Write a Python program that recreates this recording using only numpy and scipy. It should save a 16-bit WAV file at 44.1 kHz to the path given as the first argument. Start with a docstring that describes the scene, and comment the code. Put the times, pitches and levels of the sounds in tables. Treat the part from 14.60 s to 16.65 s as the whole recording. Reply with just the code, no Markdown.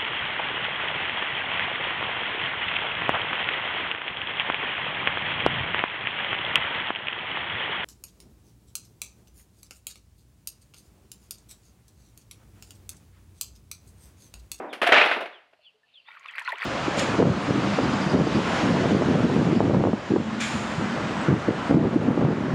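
"""A few slaps, a big splash and falling spray: something plunges into the shallow water of a flooded field.
The sound dies away in the open air and a few drops plop. Water then laps and bubbles close by,
while a distant bird repeats a falling chirp. The splash is thousands of tiny impacts,
each bubble is trapped air ringing like a little bell, and each chirp is a sliding whistle."""
import sys
import numpy as np
from scipy import signal
from scipy.io import wavfile
from scipy.ndimage import uniform_filter1d

SR = 44100
rng = np.random.default_rng(int(sys.argv[2]) if len(sys.argv) > 2 else 0)


def to_wav(sig):
    """Store sig (one row per channel, or 1-D mono) as 16-bit WAV at the path in sys.argv[1].

    Samples outside -1..1 are clipped; the rate is SR.
    """
    pcm = np.clip(np.atleast_2d(sig), -1, 1) * 32767
    pcm = np.round(pcm).astype(np.int16)
    wavfile.write(sys.argv[1], SR, pcm.T)  # frames by channels


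N = 90404
T = np.arange(N) / SR

# tone of the churning water, the gulps of air and the spray (frequency [Hz], level [dB])
CHURN_TONE = [(200, -56), (600, -1.5), (1000, -6.5), (1500, -1.5), (2000, -1.5), (2700, -4), (3600, -12.5),
              (4500, -22.5), (6500, -37.5), (15000, -67)]
GULP_TONE = [(40, -47), (120, -30.5), (190, -14), (280, -4), (450, 2.5), (650, -0.5), (900, -6.5),
             (1500, -7), (4000, -51.5)]
SPRAY_TONE = [(1500, -23), (3000, 14), (5000, 6.5), (7000, -3), (10500, 2.5), (12500, -7.5), (15500, -14)]
# slaps on the water (time [s], level [dB], fade time [s], gulp boost [dB], spray boost [dB])
WATER_SLAPS = [(0.128, -32, 0.16, -4.5, 15.5), (0.216, -17.5, 0.24, -3, 7), (0.265, -19, 0.41, -24, 3),
               (0.271, -21, 0.043, -8, 17.5), (0.289, -29, 0.077, 12.5, -10), (0.32, -11.5, 0.59, -6, -11),
               (0.365, -14, 0.37, -7.5, -18), (0.411, -17, 0.23, -4.5, -4), (0.449, -19, 0.26, -6, 2.5),
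               (0.512, -20, 0.21, -4, -1.5), (0.561, -38, 0.31, 14, 5), (0.606, -32, 0.12, 6, 10),
               (0.657, -35.5, 0.077, -0.5, 4), (0.932, -58.5, 0.07, 1, 3)]


def splash():
    """Each slap sets off clumps of tiny impacts: churning water, low gulps of air and fine spray."""
    attack_s, hold_s = 0.0014, 0.0034
    churn, gulp, spray = np.zeros((3, N))
    for start, db, fade_s, gulp_db, spray_db in WATER_SLAPS:
        attack = np.clip((T - start) / attack_s, 0, 1)
        slap = amp(db) * attack * fade(np.maximum(T - start - hold_s, 0), fade_s)
        churn += slap ** 2
        gulp += (slap * amp(gulp_db)) ** 2
        spray += (slap * amp(spray_db)) ** 2
    clumps = amp(1.1 * waver(samples=130))

    def layer(power, tone, db, spread_db):
        impacts = clumps * patter(per_s=7000, spread_db=spread_db)
        return amp(db) * np.sqrt(power) * colour(impacts, tone)

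    return (layer(churn, CHURN_TONE, db=-1, spread_db=1)
            + layer(gulp, GULP_TONE, db=-5, spread_db=1)
            + layer(spray, SPRAY_TONE, db=-28.5, spread_db=4))


# the deepest plunges (time [s], level [dB])
DEEP_PLUNGES = [(0.218, -54.5), (0.315, -45)]


def thud():
    """A deep plunge pushes the air and makes a soft, low thud."""
    attack_s = 0.0034
    rumble = unit(cut(rng.standard_normal(N), 130, "lowpass"))
    loudness = np.zeros(N)
    for start, db in DEEP_PLUNGES:
        age = np.maximum(T - start, 0)
        loudness += amp(db) * np.minimum(age / attack_s, 1) * fade(age, fade_s=0.22)
    return cut(rumble, hz=35) * loudness


# tone of the sloshing water (frequency [Hz], level [dB])
SLOSH_TONE = [(110, -24.5), (270, 2), (750, 3), (2500, -16), (4200, -41), (15000, -60)]


def slosh():
    """Water already moving before the first slap settles: a dull wash with faint froth on top."""
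    wash = colour(patter(per_s=7000, spread_db=4), SLOSH_TONE)
    return amp(-33) * fade(T, fade_s=0.65) * (wash + amp(-44) * froth())


# single bubbles (time [s], pitch [Hz], level [dB], fade time [s], pitch slide [octaves])
AIR_BUBBLES = [(0.231, 660, -6.5, 0.018, -2.9), (0.267, 711, -14, 0.14, 0.017),
               (0.294, 639.3, -17, 0.12, 0.26), (0.322, 1900, -2, 0.021, 1.7),
               (0.335, 626, -19.5, 0.088, 0.59), (0.348, 1685, -11.5, 0.1, 0.46),
               (0.413, 2393, -13.5, 0.097, 0.45), (0.513, 1525, -13.5, 0.031, 0),
               (0.616, 644, -25, 0.11, 0.081), (0.93, 652, -51, 0.057, 0.27),
               (0.991, 642, -54.5, 0.076, -0.2), (1.142, 432, -64, 0.21, 0), (1.232, 1767, -56.5, 0.074, 0),
               (1.485, 894, -38, 0.029, 0.5), (1.57, 1210, -31.5, 0.018, 0.42),
               (1.657, 1126, -27, 0.018, -1), (1.685, 2480, -22, 0.017, 2.2),
               (1.814, 1750, -23.5, 0.017, 0.3), (1.815, 960, -29.5, 0.028, -0.36),
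               (1.85, 4160, -31, 0.016, -.3), (1.859, 2010, -22, 0.023, -0.39),
               (1.863, 4360, -34, 0.027, -.35), (1.877, 1427, -13.5, 0.028, 0.58),
               (1.876, 2580, -9, 0.0065, -0.7), (1.883, 1044, -19, 0.06, -0.2),
               (1.89, 3460, -29, 0.032, 2.1), (1.904, 905, -30.5, 0.039, -0.0041),
               (1.92, 1855, -18, 0.043, 0.98), (1.927, 650, -22, 0.02, 0.24), (1.929, 873, -29, 0.094, 0.5),
               (1.94, 417, -43, 0.057, -0.6), (1.956, 2980, -20, 0.008, 1.3),
               (1.982, 2360, -24.5, 0.017, 1.1), (2.008, 1625, -38, 0.036, 1.3),
               (2.028, 2164, -24.5, 0.057, 1.42)]


def bubbles():
    """Trapped air rings. Most bubbles rise in pitch as they near the surface; some slide down."""
    attack_s, slide_s = 0.0012, 0.025
    out = np.zeros(N)
    for start, hz, db, fade_s, octaves in AIR_BUBBLES:
        t = np.arange(0, fade_s, 1 / SR)
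        pitch = hz * 2 ** (octaves * np.minimum(t / slide_s, 1) ** 1.9)
        ring = (1 - np.exp(-t / attack_s)) * fade(t, fade_s) * sine(pitch)
        add(out, start, amp(db) * cut(cut(ring, hz / 2), hz / 2))
    return out


# falling drops (time [s], level [dB], pitch [Hz])
DROP_HITS = [(1.66, -26.5, 2380), (1.7825, -14.5, 1850), (1.9209, -22, 2100)]


def drops():
    """A drop striking the surface gives a click just a few vibrations long."""
    out, t = np.zeros(N), np.arange(SR // 50) / SR
    shape = t * fade(t, fade_s=0.001769)
    for start, db, hz in DROP_HITS:
        click = shape / shape.max() * np.sin(2 * np.pi * hz * t)
        add(out, start, amp(db) * cut(cut(click, hz / 2), hz / 2))
    return out


# strength of the close lapping (time [s], level [dB])
LAP_LEVELS = [(1.449, -75.5), (1.483, -51), (1.549, -46.5), (1.595, -57), (1.644, -50), (1.67, -49.5),
              (1.771, -43.5), (1.786, -36), (1.826, -46.5), (1.885, -35.5), (1.95, -46), (1.993, -42),
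              (2.029, -29), (2.05, -35.5)]
# tone of the lapping (frequency [Hz], level [dB])
LAP_TONE = [(200, -48.5), (450, -17), (800, -9), (1300, 2), (2300, 3), (3200, -7.5), (4500, -17),
            (6000, -28), (15000, -40)]


def lapping(sizes=36, bubbles_per_s=4200):
    """Many small bubbles and their froth grow louder and softer as the water moves."""
    fizz, t = np.zeros(N), np.arange(SR // 25) / SR
    for hz, (length, slide) in zip(np.geomspace(450, 5000, sizes), rng.random((sizes, 2))):
        ring_cycles = 3.44 * (0.5 + length)
        age = t * hz / ring_cycles
        pitch = hz * (1 + (0.202 * slide - 0.0886) * np.minimum(age, np.pi))  # slides up or down
        ring = (1 - np.exp(-t * hz)) * np.exp(-age) * sine(pitch)
        births = patter(bubbles_per_s / sizes, spread_db=6.5)
        fizz += signal.oaconvolve(births, ring * hz)[:N]
    times, db = np.transpose(LAP_LEVELS)
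    loudness = amp(np.interp(T, times, db)) * (T > times[0])
    return loudness * (colour(fizz, LAP_TONE) + amp(-32) * froth())


# small bubbles bursting at the surface (time [s], level [dB], pitch [Hz])
SURFACE_POPS = [(1.595, -57.5, 6700), (1.681, -55.5, 6350), (1.71, -55, 5700), (1.757, -59.5, 10100),
                (1.784, -56, 10900), (1.795, -46.5, 8600), (1.822, -54, 5900), (1.848, -51, 5580),
                (1.891, -48.5, 7980), (1.922, -53, 9900), (1.983, -52, 6240), (2.042, -46, 11200)]


def pops():
    """A bubble's skin bursts with a short, bright spit of noise around one pitch."""
    swell_s = 0.00091
    out, t = np.zeros(N), np.arange(SR // 50) / SR
    shape = t / swell_s * np.exp(1 - t / swell_s)
    for start, db, hz in SURFACE_POPS:
        noise = cut(rng.standard_normal(len(t)), 0.36 * hz, "lowpass")
        spit = unit(noise * np.sin(2 * np.pi * hz * t))
        add(out, start, amp(db) * shape * cut(spit, 13700, "lowpass"))
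    return out


def froth(sizes=24, ticks_per_s=1300):
    """The smallest bubbles make scattered high ticks."""
    out, t = np.zeros(N), np.arange(SR // 50) / SR
    for hz in np.linspace(4500, 13500, sizes):
        tick = t * fade(t, fade_s=0.002) * np.sin(2 * np.pi * hz * t) / np.sqrt(hz)
        out += signal.oaconvolve(patter(ticks_per_s / sizes, spread_db=2.5), tick)[:N]
    return unit(out)


# falling chirps (time [s], level [dB], starting pitch [Hz])
BIRD_CHIRPS = [(0.087, -50.5, 3850), (0.715, -51.5, 3833), (1.029, -53, 3704), (1.333, -51, 3837),
               (1.661, -46.5, 3766), (1.97, -54, 3700)]


def bird():
    """A distant bird whistles falling chirps and one note that arches up and back down."""
    chirp_s, fall_hz_per_s, arch_s = 0.1, 15000, 0.09
    out, t = np.zeros(N), np.arange(0, chirp_s, 1 / SR)
    for start, db, hz in BIRD_CHIRPS:
        add(out, start, whistle(hz - fall_hz_per_s * t, db))
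    arch_hz = 3680 - 900 * np.linspace(-1, 1, round(arch_s * SR)) ** 2
    add(out, start=1.445, sound=whistle(arch_hz, db=-55))
    return out


def whistle(pitch, db):
    """One slightly rough, fluttering bird note that swells and fades."""
    roughness = 0.026 * waver(samples=40)[:len(pitch)]
    flutter_db = 2.8 * waver(samples=150)[:len(pitch)]
    swell = np.sin(np.pi * np.linspace(0, 1, len(pitch)) ** 0.7) ** 2
    return amp(db + flutter_db) * swell * sine(pitch * (1 + roughness))


# strength of the far birdsong (time [s], level [dB])
FAR_SONG_LEVELS = [(0.97, -81), (1.04, -63), (1.14, -84), (1.21, -90.5), (1.29, -68.5), (1.41, -66.5),
                   (1.7, -71.5)]


def far_birds():
    """Far birds blend into a thin haze of song with a higher twitter."""
    haze_hz, twitter_hz = 2760, 4310
    haze = cut(rng.standard_normal(N), 255, "lowpass") * np.sin(2 * np.pi * haze_hz * T)
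    twitter = sine(twitter_hz + 357 * waver(samples=700))
    loudness = amp(np.interp(T, *np.transpose(FAR_SONG_LEVELS)))
    return loudness * (unit(haze) + amp(-8.5) * unit(twitter + field_echo(twitter)))


def with_reflections(x):
    """The sound plus its quick bounces off the ground and the nearby bank."""
    bounces = (patter(per_s=1500, spread_db=0) * fade(T, fade_s=0.055) * (T > 0.002))[:SR // 10]
    return x + amp(-10.5) * signal.fftconvolve(x, bounces / np.linalg.norm(bounces))[:N]


# how long the field's echo lasts (frequency [Hz], fade time [s])
ECHO_FADES = [(100, 0.2), (600, 0.53), (2000, 0.52), (12000, 0.34)]


def field_echo(x):
    """Banks and plants scatter the sound into a soft echo."""
    build_s = 0.011
    hz, t, noise = signal.stft(rng.standard_normal(SR), SR, nperseg=256)
    tail = signal.istft(noise * fade(t, look_up(ECHO_FADES, hz)[:, None]), SR, nperseg=256)[1]
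    tail *= np.minimum(np.arange(len(tail)) / SR / build_s, 1)
    return signal.fftconvolve(x, tail / np.linalg.norm(tail))[:N]


# tone of the outdoor background (frequency [Hz], level [dB])
AIR_TONE = [(25, -19.5), (55, -7), (160, -1), (300, -6.5), (600, 3), (1200, -3), (2200, -5.5), (4700, -8),
            (6000, -17), (10000, -21.5), (15500, -31.5)]


def open_air():
    """The faint, steady hush of the outdoors."""
    return amp(-74) * colour(rng.standard_normal(N), AIR_TONE)


def amp(db):
    """Turns decibels into a volume multiplier."""
    return 10 ** (np.asarray(db) / 20)


def unit(x):
    """Scales a signal to an average strength (rms) of 1."""
    return x / np.sqrt(np.mean(x ** 2) + 1e-20)


def fade(t, fade_s):
    """Dies away by 60 dB in each fade time."""
    return np.exp(-np.log(1000) * t / fade_s)


def sine(pitch):
    """A pure tone that follows a changing pitch in Hz."""
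    return np.sin(2 * np.pi * np.cumsum(pitch) / SR)


def patter(per_s, spread_db):
    """Random clicks; more spread makes their sizes more uneven."""
    size = amp(spread_db * np.minimum(rng.exponential(1, N), 3))
    return size * rng.choice([-1, 1], N) * (rng.random(N) < per_s / SR)


def waver(samples):
    """A random wobble; smoothing over more samples makes it slower."""
    return unit(uniform_filter1d(uniform_filter1d(rng.standard_normal(N), samples), samples))


def add(mix, start, sound):
    """Mixes a sound in at a start time in seconds."""
    part = mix[max(round(start * SR), 0):][:len(sound)]
    part += sound[:len(part)]


def cut(x, hz, kind="highpass"):
    """Gently removes what lies below hz, or above it with "lowpass"."""
    return signal.sosfilt(signal.butter(2, hz, kind, fs=SR, output="sos"), x)


def look_up(table, hz):
    """Reads between the rows of a frequency table."""
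    frequencies, values = np.transpose(table)
    return np.interp(np.log(hz + 1), np.log(frequencies + 1), values)


def colour(x, tone, size=4096):
    """Shapes a sound's lows and highs with a tone table, at strength 1."""
    log_gain = np.log(amp(look_up(tone, abs(np.fft.fftfreq(size, 1 / SR)))))
    response = np.exp(np.conj(signal.hilbert(log_gain)))  # rings after a click, never before
    taps = np.fft.ifft(response).real[:size // 2]
    return unit(signal.oaconvolve(x, taps)[:N])


def scene():
    """Water, birds and background in the open field."""
    plunge = cut(splash(), hz=153) + thud() + slosh()
    close_water = with_reflections(bubbles() + drops() + pops() + lapping())
    song = with_reflections(bird() + far_birds())
    echo = field_echo(amp(-13) * plunge + amp(-18) * close_water + amp(-15) * song)
    return (plunge + close_water + song + echo + open_air())[None]


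def record(dry):
    """Rounds off the loudest peaks, then removes the very highest treble."""
    ceiling, top_hz = 0.66, 15600
    rounded = dry / (1 + (dry / ceiling) ** 6) ** (1 / 6)
    lowpass = signal.firwin(511, top_hz, window=("kaiser", 9), fs=SR)
    return signal.oaconvolve(rounded, lowpass[None], "same")


dry = scene()
out = record(dry)
to_wav(out)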